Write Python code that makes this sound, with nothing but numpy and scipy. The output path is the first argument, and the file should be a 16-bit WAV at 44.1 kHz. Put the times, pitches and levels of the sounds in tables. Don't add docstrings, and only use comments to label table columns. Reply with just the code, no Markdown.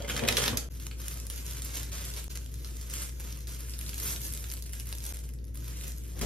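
import sys
import numpy as np
from scipy import signal
from scipy.fft import rfft, irfft, next_fast_len
from scipy.io import wavfile
from scipy.ndimage import uniform_filter1d, minimum_filter1d

SR = 44100
rng = np.random.default_rng(int(sys.argv[2]) if len(sys.argv) > 2 else 0)


def transcribe(u):
    v = np.clip(np.atleast_2d(u).T, -1, 1)
    q = np.round(v * 32767).astype(np.int16)
    wavfile.write(sys.argv[1], SR, q)


N = 275625
TIME = np.arange(N) / SR
SIZE = next_fast_len(N + SR)
HZ = np.maximum(np.arange(SIZE // 2 + 1) * SR / SIZE, 1)
LEAFLET_DOWN_S, LEAFLET_BACK_S = .69, 6.15

# start t/s, length/s, crackle level/dB at first, at the end
PAPER_MOVES = [(0.0, 0.057, -53, -56), (.078, 0.014, -50, -38.5), (.11, 0.035, -54, -61),
               (.166, 0.028, -38, -48), (.215, 0.062, -54, -50), (.278, 0.018, -34.5, -42.5),
               (.31, .05, -43.5, -42), (.372, 0.034, -35.5, -40), (.42, 0.032, -33.5, -39),
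               (.46, 0.038, -39, -46), (.574, 0.01, -33, -51), (6.17, .03, -52, -55),
               (6.213, 0.069, -37.5, -55)]
# start t/s, length/s, crackle level/dB at
GLOVE_MOVES = [(.70, 0.068, -59.5, -57.5), (.80, 0.064, -53, -57), (.90, 0.04, -63, -60.5),
               (.95, 0.052, -64, -53), (1.0, 0.065, -50.5, -47.5), (1.10, 0.16, -48.5, -56.5),
               (1.30, 0.1, -49.5, -47), (1.45, 0.13, -47.5, -48), (1.64, 0.13, -47.5, -46),
               (1.74, 0.15, -43.5, -53), (1.92, 0.2, -43, -53.5), (2.04, 0.12, -45.5, -52.5),
               (2.165, 0.041, -37.5, -50.5), (2.30, .04, -45.5, -57.5), (2.356, 0.023, -44.5, -58.5),
               (2.41, 0.048, -58, -59),
               (2.49, 0.21, -61, -54), (2.657, 0.22, -59.5, -53), (2.898, 0.13, -46, -43),
                 (3.085, 0.10, -64, -54.5), (3.199, 0.033, -49, -52), (3.24, 0.17, -51.5, -57.5),
                 (3.41, 0.034, -57, -63), (3.475, 0.073, -49.5, -49.5), (3.59, 0.17, -54, -54.5),
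                 (3.786, 0.11, -54, -47), (3.957, 0.15, -48.5, -39), (4.197, 0.051, -51, -44.5),
                 (4.304, 0.15, -54, -53.5), (4.485, 0.048, -54, -54.5), (4.569, .04, -49.5, -64),
                 (4.66, 0.048, -52, -61), (4.73, 0.085, -54, -57.5), (4.856, 0.034, -58, -50.5),
                 (4.9, 0.2, -62.5, -54), (5.024, 0.08, -49, -49.5), (5.134, 0.07, -67, -60.5),
                 (5.237, 0.058, -55, -67.5), (5.283, 0.032, -64.5, -79), (5.334, 0.014, -71, -86),
                 (5.387, 0.026, -69, -76), (5.46, 0.023, -75, -66), (5.544, 0.15, -59.5, -53),
                 (5.694, 0.18, -56.5, -49.5), (5.924, 0.27, -61.5, -57)]
# t/s, level/dB
TAUTNESS = [(.7, 0), (1.7, -3), (2.5, -1.5), (3.5, -1.5), (4.1, 4), (5.0, 0), (6.2, 0.5)]
# f/Hz, level/dB per Hz
CRACKLE_COLOUR = [(120, 10.5), (250, 0.5), (500, -1.5), (750, -14.5), (1400, -7), (2100, -6.5), (3200, -8),
                  (4500, -6), (7000, 0), (9000, 2.5), (11000, 0), (13000, 4), (15300, 4)]
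# t/s, peak level/dB, centre f/Hz
PAPER_SNAPS = [(0.0217, -32.5, 4420), (0.0462, -31.5, 1580), (0.0867, -41, 3170), (0.0975, -24.5, 2250),
               (0.1030, -26, 2300), (0.1561, -38, 4800), (0.1640, -29, 3400), (0.1761, -35, 3100),
               (0.1928, -22, 2550), (0.2365, -23, 2280), (0.2505, -25, 2300), (0.2774, -22, 2600),
               (0.2855, -10, 3070), (0.3247, -19.5, 3360), (0.3685, -11, 3060), (0.3712, -10.5, 4600),
               (0.4098, -32, 5200), (0.4385, -17, 3360), (0.4788, -16, 3300), (0.4820, -21, 3270),
               (0.5054, -35, 2270), (0.5716, -13.5, 6500), (6.1914, -31, 6500), (6.2127, -26, 6100),
               (6.2173, -38, 10000)]
GLOVE_SNAPS = [(0.7212, -41, 8700), (0.799, -39, 6800), (0.8671, -31, 5900), (0.9128, -33, 2500),
               (0.9165, -44, 5800), (0.9991, -52, 8600), (1.005, -47, 7400), (1.017, -35, 7260),
               (1.043, -44, 6200), (1.058, -44, 6750), (1.082, -26, 9500), (1.141, -32, 11100),
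               (1.1724, -38, 9100), (1.2002, -31.5, 8300), (1.2676, -31.5, 8600), (1.3, -27, 7060),
               (1.326, -40, 7600), (1.3613, -31.5, 9700), (1.378, -36.0, 8900), (1.4011, -47, 7500),
               (1.4648, -30, 7040), (1.5104, -32, 8100), (1.5341, -35, 8800), (1.6203, -28.5, 8050),
               (1.6286, -34.0, 6500), (1.6484, -27, 11000), (1.6541, -37, 9700), (1.6606, -41, 7800),
               (1.6837, -43, 8900), (1.7545, -29, 5800), (1.7712, -27.0, 10000), (1.831, -32, 10200),
               (2.0517, -30, 7900), (2.1027, -32.5, 7400), (2.138, -30, 7500), (2.2418, -33, 9200),
               (2.2805, -31, 5300),
               (2.3555, -34, 7600), (2.3733, -30.5, 5600), (2.4308, -44.5, 5600), (2.4449, -42.5, 7900),
                 (2.4615, -38, 5040), (2.472, -52, 7600), (2.5169, -45, 11900), (2.5408, -37.0, 7700),
                 (2.6463, -33, 5000), (2.7683, -37, 8600), (2.8125, -36.5, 7700), (2.8993, -31, 7300),
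                 (2.9377, -27, 7300), (3.02, -27.0, 7500), (3.0355, -31, 9600), (3.0936, -40.5, 4900),
                 (3.3247, -37, 5600), (3.332, -48, 7200), (3.374, -43, 7900), (3.3893, -42, 11100),
                 (3.406, -37, 8160), (3.4377, -60, 4700), (3.4716, -37.5, 5200), (3.493, -39, 7300),
                 (3.5184, -48, 7900), (3.5957, -46, 5900), (3.6005, -58, 9100), (3.606, -36, 9600),
                 (3.624, -50, 6200), (3.6634, -49, 9300), (3.6876, -45, 10700), (3.6956, -31, 10000),
                 (3.7065, -34.5, 10100), (3.7166, -43, 9500), (3.737, -31.5, 4200), (3.7899, -31.5, 8650),
                 (3.812, -30.5, 7400), (3.8636, -31, 4800), (3.8923, -35, 5900), (3.932, -32.5, 3400),
                 (3.9427, -29, 6300), (3.98, -28, 7600), (3.9996, -25, 8400), (4.1614, -29.5, 4800),
               (4.2163, -29, 10300), (4.2502, -27.5, 9800), (4.3006, -38, 7300), (4.3241, -33, 11300),
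                   (4.337, -27, 7300), (4.3493, -32, 7360), (4.3584, -42, 11400), (4.3744, -31.5, 7700),
                   (4.3974, -36, 11500), (4.4064, -35.5, 11600), (4.427, -38, 10300), (4.4411, -33.5, 3380),
                   (4.466, -45, 11000), (4.493, -39.5, 10100), (4.5005, -32.5, 5170), (4.5152, -29, 10000),
                   (4.5218, -28.5, 11600), (4.5376, -29.5, 10400), (4.59, -39, 8000), (4.599, -47, 7200),
                   (4.6078, -50, 10000), (4.6236, -30.5, 7500), (4.6394, -44, 6960), (4.6474, -49, 8200),
                   (4.6618, -42.5, 8000), (4.6717, -51.5, 10200), (4.694, -42.5, 6400), (4.713, -46, 8300),
                   (4.7234, -39, 8300), (4.728, -35, 11200), (4.733, -31.5, 7400), (4.7364, -45, 10400),
                   (4.7535, -39.5, 10000), (4.7642, -40.5, 6300), (4.7706, -42, 6300), (4.7942, -39, 10000),
                   (4.7986, -29, 7900), (4.8055, -33, 9400), (4.8568, -41, 10800), (4.87, -37, 12100),
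                   (4.8733, -46, 12400), (4.8904, -37, 10700), (4.9165, -43, 7840), (4.9266, -30.5, 7570),
                   (4.9361, -37.5, 5200), (4.9508, -30.5, 10500), (4.9746, -39.0, 9700),
                   (4.9839, -32.5, 7900), (5.0043, -34.5, 7250), (5.0397, -30, 8800),
                   (5.0525, -28.5, 11100), (5.0647, -26.5, 9970), (5.0915, -30, 7500), (5.124, -31, 7200),
               (5.145, -40, 10000), (5.1588, -42, 7400), (5.1699, -35, 8200), (5.1896, -41.0, 7400),
                  (5.2905, -42, 9300), (5.2995, -49.0, 7400), (5.309, -52, 9900), (5.3369, -40.5, 8900),
                  (5.3731, -67, 9900), (5.388, -48, 5000), (5.4426, -49, 5900), (5.4517, -50, 9600),
                  (5.4699, -49.5, 9600), (5.481, -52, 5600), (5.5399, -56, 9600), (5.5462, -41.5, 9800),
                  (5.5557, -37.5, 10800), (5.5734, -37, 7600), (5.6432, -38.5, 7800), (5.6808, -37, 9400),
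                  (5.709, -39, 8300), (5.719, -37.0, 7800), (5.7723, -38, 8400), (5.811, -34.0, 6600),
                  (5.8372, -34, 5800), (5.8704, -46, 9100), (5.88, -27.5, 10300), (5.8924, -41, 8300),
                  (5.9193, -37, 7200), (5.963, -42, 11300), (5.976, -43, 10600), (5.9825, -36.5, 11600),
                  (6.0374, -40, 10500), (6.08, -41, 12100), (6.1043, -48, 6900), (6.118, -42.5, 7100),
                  (6.134, -48, 7200)]
# t/s, bending level/dB, low modes over upper modes/dB
FLEX = [
    [(0.0, -44.5, 10), (0.022, -48, -3), (0.116, -52, 8), (0.146, -51, 4), (0.204, -37, -2), (0.27, -41, 3),
     (0.30, -37.5, 5), (0.356, -41, 2), (0.382, -33.5, -9), (0.45, -38.5, -4), (0.52, -45, 11.5),
     (0.57, -50, 3), (0.68, -64, -9)],
    [(6.12, -72, 5), (6.2, -54.5, 17), (6.226, -49, 6), (6.25, -45, 6)],
]
# f/Hz, width/Hz, level/dB
SHEET_LOW = [(100, 28, -5.5), (150, 27, -27), (228, 8.7, -5.5)]
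SHEET_UPPER = [(322, 150, -11), (385, 31, 7), (473, 56, 7), (589, 43, 6), (684, 150, -2.5)]
# t/s, peak level/dB, length/ms, push 1 or pull -1
BUMPS = [
    (6.185, -42, 4.9, -0.81),
    (6.2161, -27, 2.5, -1),
    (6.2223, -33, 2.1, 0.91),
    (6.2249, -40, 2.5, -0.85),
    (6.226, -32, 3, 1),
    (6.231, -33, 1.9, 1),
    (6.2326, -32, 2.3, -1.1),
    (6.237, -37, 4.6, -1),
    (6.2465, -34, 4, 1),
]
# f/Hz, level/dB per Hz
FAN_AIR = [(15, -23), (25, 11), (48, -3), (70, -2), (86, -12.5), (104, -6), (139, -9.5), (186, -19),
           (290, -20.5), (528, -27.5), (659, -40), (1500, -59), (1950, -37), (3300, -120)]
# f/Hz, left-right likeness
AIR_LIKENESS = [(60, 1.0), (240, 0.6), (950, -0.62), (3770, -1.2), (15000, 0.08)]
# f/Hz, lead/rad
PORT_LEAD = [(300, 0), (1400, -.2), (2100, -.5), (4800, 0), (7300, 3.2), (8300, 3.4), (9650, 4.6),
             (11000, 6.28), (12400, 6.4), (13800, 8.2), (14800, 9.42)]
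# f/Hz, lead/rad
LEAD_SPREAD = [(150, 0), (400, 1.2), (700, 2.0), (1400, .8), (3000, .9), (4200, 2.6), (6200, 2.4),
               (7600, .4), (10000, .8), (11500, .3), (13500, 1.0), (15000, .4)]
# f/Hz, left over right/dB
LEFT_OVER_RIGHT = [(60, 4), (150, 5), (380, -2), (950, 0), (2380, -0.5), (5980, -2.5), (15000, -0.5)]
# f/Hz, echo over direct/dB
BATHROOM = [(100, -3), (300, 2), (700, 7.5), (1500, 4), (3000, 1), (5000, -2.5), (8000, -1), (11500, 0.5),
            (15000, -4)]
# cut t/s, sound returns t/s, fade/s, fan turn after it/cycles
SPLICES = [
    (.6878, .696, .014, -.31),
    (2.281, 2.292, .010, .41),
    (5.1255, 5.134, .005, -.27),
]
# from f/Hz, to f/Hz, dropped at this level/dB against the side
MID_DIPS = [(7000, 7600, -9), (7600, 8300, -7), (8300, 8900, -7), (13800, 14900, -8), (14250, 14900, -5)]


def from_db(db):
    return 10 ** (np.asarray(db) / 20)


def rms_one(x):
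    return x / np.sqrt(np.mean(np.atleast_2d(x).mean(axis=0) ** 2) + 1e-20)


def at_hz(points):
    hz, value = np.transpose(points)
    return np.interp(np.log(HZ), np.log(np.maximum(hz, 1)), value)


def shaped(x, response):
    return irfft(rfft(x, SIZE) * response, SIZE)[..., :N]


def drift(rate_hz):
    r = np.exp(-2 * np.pi * rate_hz / SR)
    slow = signal.lfilter([1], [1, -2 * r, r * r], rng.standard_normal(N + SR))[SR:]
    return rms_one(slow - slow.mean())


def resonate(x, hz, width_hz):
    r = np.exp(-np.pi * width_hz / SR)
    poles = [1, -2 * r * np.cos(2 * np.pi * hz / SR), r * r]
    return signal.lfilter([(1 - r * r) / 2, 0, (r * r - 1) / 2], poles, x + 1e-18)


def cracks(per_s, spread_db, clump_db, clump_rate):
    sizes = from_db(spread_db * np.minimum(rng.exponential(1, N), 4)) * rng.choice([-1, 1], N)
    return sizes * (rng.random(N) < per_s / SR) * from_db(clump_db * drift(clump_rate))


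def effort(moves):
    grip_s, let_go_db_per_s, rest_db = 0.0054, 195, -76
    power = from_db(2 * rest_db)
    for start, length, first_db, last_db in moves:
        held_db = np.interp(TIME, [start, start + max(length, .001)], [first_db, last_db])
        held_db = held_db - let_go_db_per_s * np.maximum(TIME - start - length, 0)
        grip = np.clip((TIME - start) / grip_s + 1, 0, 1)
        power = power + grip ** 2 * from_db(2 * held_db)
    return 10 * np.log10(power)


def facet_levels():
    paper_db, film_db = effort(PAPER_MOVES), effort(GLOVE_MOVES)
    taut_db = np.interp(TIME, *np.transpose(TAUTNESS))
    over_middle_db = ((-2.5, -6.5), (0, 0), (-4.5, taut_db))
    return [10 * np.log10(from_db(2 * (paper_db + paper)) + from_db(2 * (film_db + film)))
            for paper, film in over_middle_db]


def facet_crackle():
    panel_hz, panel_width_hz, panel_db = 3150, 180, 8
    clicks = cracks(per_s=4000, spread_db=2.5, clump_db=1.0, clump_rate=410)
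    dealt = rng.integers(0, 14, N)
    rings = 1.29 * clicks
    for k, hz in enumerate(np.geomspace(700, 14000, 14)):
        ring = resonate(clicks * (dealt == k), hz, 0.28 * hz)
        rings = rings + ring * np.sqrt(9000 / hz) * from_db(4.26 * drift(2.8))
    edges = [1 / (1 + (HZ / hz) ** 8) for hz in (100, 2500, 7500, 20000)]
    crackle = 0
    for low, high, level_db, trim_db in zip(edges, edges[1:], facet_levels(), (-3.5, -3.0, -1.5)):
        band = shaped(rings, (high - low) * from_db(at_hz(CRACKLE_COLOUR)))
        crackle = crackle + rms_one(band) * from_db(level_db + trim_db)
    paper = crackle * (TIME < LEAFLET_DOWN_S)
    return crackle + from_db(panel_db) * resonate(paper, panel_hz, panel_width_hz)


def crease_snaps():
    length = 900
    echo_ms, echo_db = 2.4, -13
    broad_share = 0.3
    out, ms = np.zeros(N + length), 1000 * np.arange(length) / SR
    creases = PAPER_SNAPS + GLOVE_SNAPS
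    for s, peak_db, hz in creases:
        if LEAFLET_DOWN_S < s < LEAFLET_BACK_S:
            rise_ms, tear_ms, reach, width, trim_db = 0.35, 1.05, 1.8, 0.65, -3.5
        else:
            rise_ms, tear_ms, reach, width, trim_db = 0.9, 2.2, 1.7, 0.7, -8
        tear_ms = tear_ms * from_db(0.1 * (peak_db + 23.5))
        tear = rng.standard_normal(length) * np.minimum(ms / rise_ms, 1) * np.exp(-ms / max(tear_ms, .2))
        band = signal.butter(1, [hz / reach ** 2, min(reach * hz, 20000)], "band", fs=SR)
        burst = broad_share * signal.lfilter(*band, tear) + resonate(tear, min(hz, 15000), width * hz)
        peak = np.sqrt(uniform_filter1d(burst ** 2, size=24).max())
        i = round(s * SR)
        out[i:i + length] += from_db(peak_db + trim_db) * burst / peak
    echo = np.roll(out, round(echo_ms * SR / 1000))
    return out[:N] + from_db(echo_db) * echo[:N]


def sheet_flex():
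    knocks = cracks(per_s=700, spread_db=0.0, clump_db=3.5, clump_rate=43)
    out = 0
    for low, modes in ((True, SHEET_LOW), (False, SHEET_UPPER)):
        body = 0
        for k, (hz, width_hz, db) in enumerate(modes):
            body = body + (-1) ** k * from_db(db) * resonate(knocks, hz, width_hz)
        level = 0
        for bend in FLEX:
            s, bend_db, low_db = np.transpose(bend)
            level = level + from_db(np.interp(TIME, s, bend_db + low * low_db, -120, -120))
        out = out + rms_one(body) * level
    return out * from_db(-5.5)


def counter_bumps():
    out = 0
    for s, db, ms, way in BUMPS:
        phase = np.clip((TIME - s) * 1000 / ms, 0, 1)
        out = out + way * from_db(db) * np.sin(np.pi * phase) ** 2
    return out


def in_bathroom(x):
    t60_s, first_echo_s = 0.24, .0015
    t = np.arange(SR // 2) / SR
    half = np.array([[.5], [-.5]])
    lead = np.interp(HZ, *np.transpose(PORT_LEAD))
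    nearness = from_db([22 * drift(9) for spot in range(8)])
    shares = nearness / np.sqrt(np.sum(nearness ** 2, axis=0))
    out = 0
    for share, place in zip(shares, np.linspace(-1, 1, 8)):
        wash = rng.standard_normal((2, len(t))) * from_db(-60 * t / t60_s) * (t > first_echo_s)
        wash = rfft(wash / np.sqrt(np.sum(wash ** 2) / 2), SIZE) * from_db(at_hz(BATHROOM))
        direct = np.exp(1j * half * (lead + place * at_hz(LEAD_SPREAD)))
        out = out + rfft(x * share, SIZE) * (direct + wash)
    return irfft(out * from_db(half * at_hz(LEFT_OVER_RIGHT)), SIZE)[:, :N]


def ceiling_fan():
    motor_hz, motor_db, air_db = 58.945, -36, -48
    turn = np.full(N, -.445)
    for cut, back, fade, cycles in SPLICES:
        turn[TIME > cut] = cycles
    balance_db = np.array([[.9], [-.9]])
    tone = np.cos(2 * np.pi * (motor_hz * TIME + turn))
    tone = tone * from_db(motor_db + 0.05 * drift(8.0) + balance_db)
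    alike = np.clip(at_hz(AIR_LIKENESS), -1, 1)
    spread = np.sqrt([1 + alike, 1 - alike])
    rumble_tilt = 0.043 + 1 / (1 + (72 / HZ) ** 6)
    mid, side = shaped(rng.standard_normal((2, N)), from_db(at_hz(FAN_AIR)) * spread * rumble_tilt)
    air = rms_one(np.array([0.94 * (mid + side), 1.05 * (mid - side)]))
    return tone + from_db(air_db + .6 * drift(1)) * air


def below(hz):
    return 1 / (1 + (HZ / hz) ** 240)


def thin_treble(sound):
    attack_db, attack_hold_s = 9.0, .012
    mid_top_hz, side_gap_hz = 14650, (10400, 12900)
    frame, too_faint_db = 1024, -77
    mid, side = (sound[0] + sound[1]) / 2, (sound[0] - sound[1]) / 2
    power = uniform_filter1d(shaped(sound[0], 1 - below(8000)) ** 2, 128) + 1e-14
    before = np.roll(uniform_filter1d(power, 900), 600)
    calm = 1. * (power < before * from_db(2 * attack_db))
    calm = minimum_filter1d(calm, round(attack_hold_s * SR))
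    calm = uniform_filter1d(calm, 128)
    mid = mid - calm * shaped(mid, 1 - below(mid_top_hz))
    for low_hz, high_hz, under_db in MID_DIPS:
        bands = shaped(np.array([mid, side]), below(high_hz) - below(low_hz))
        energy = np.add.reduceat(bands ** 2, np.arange(0, N, frame), axis=1)
        energy = np.repeat(energy, frame, axis=1)[:, :N]
        limit = energy[1] * from_db(2 * under_db) + frame * from_db(2 * too_faint_db)
        mid = mid - calm * uniform_filter1d(1. * (energy[0] < limit), 256) * bands[0]
    side = side - calm * shaped(side, below(side_gap_hz[1]) - below(side_gap_hz[0]))
    return np.array([mid + side, mid - side])


def splice_gain():
    gain = np.ones(N)
    for cut, back, fade, cycles in SPLICES:
        gain = np.where(TIME > cut, np.clip((TIME - back) / fade, .05, 1), gain)
    return uniform_filter1d(gain, 16)


def scene():
    handled = facet_crackle() + crease_snaps() + sheet_flex() + counter_bumps()
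    return in_bathroom(handled) + ceiling_fan()


def low_pass(x):
    return signal.sosfilt(signal.butter(12, 16500, fs=SR, output="sos"), x)


def record(dry):
    edge_hz, above_edge_db = 15900, -40
    rounded = .55 * np.tanh(dry / .55)
    sound = shaped(rounded, np.where(HZ < edge_hz, 1, from_db(above_edge_db)))
    return low_pass(thin_treble(sound) * splice_gain())


dry = scene()
out = record(dry)
transcribe(out)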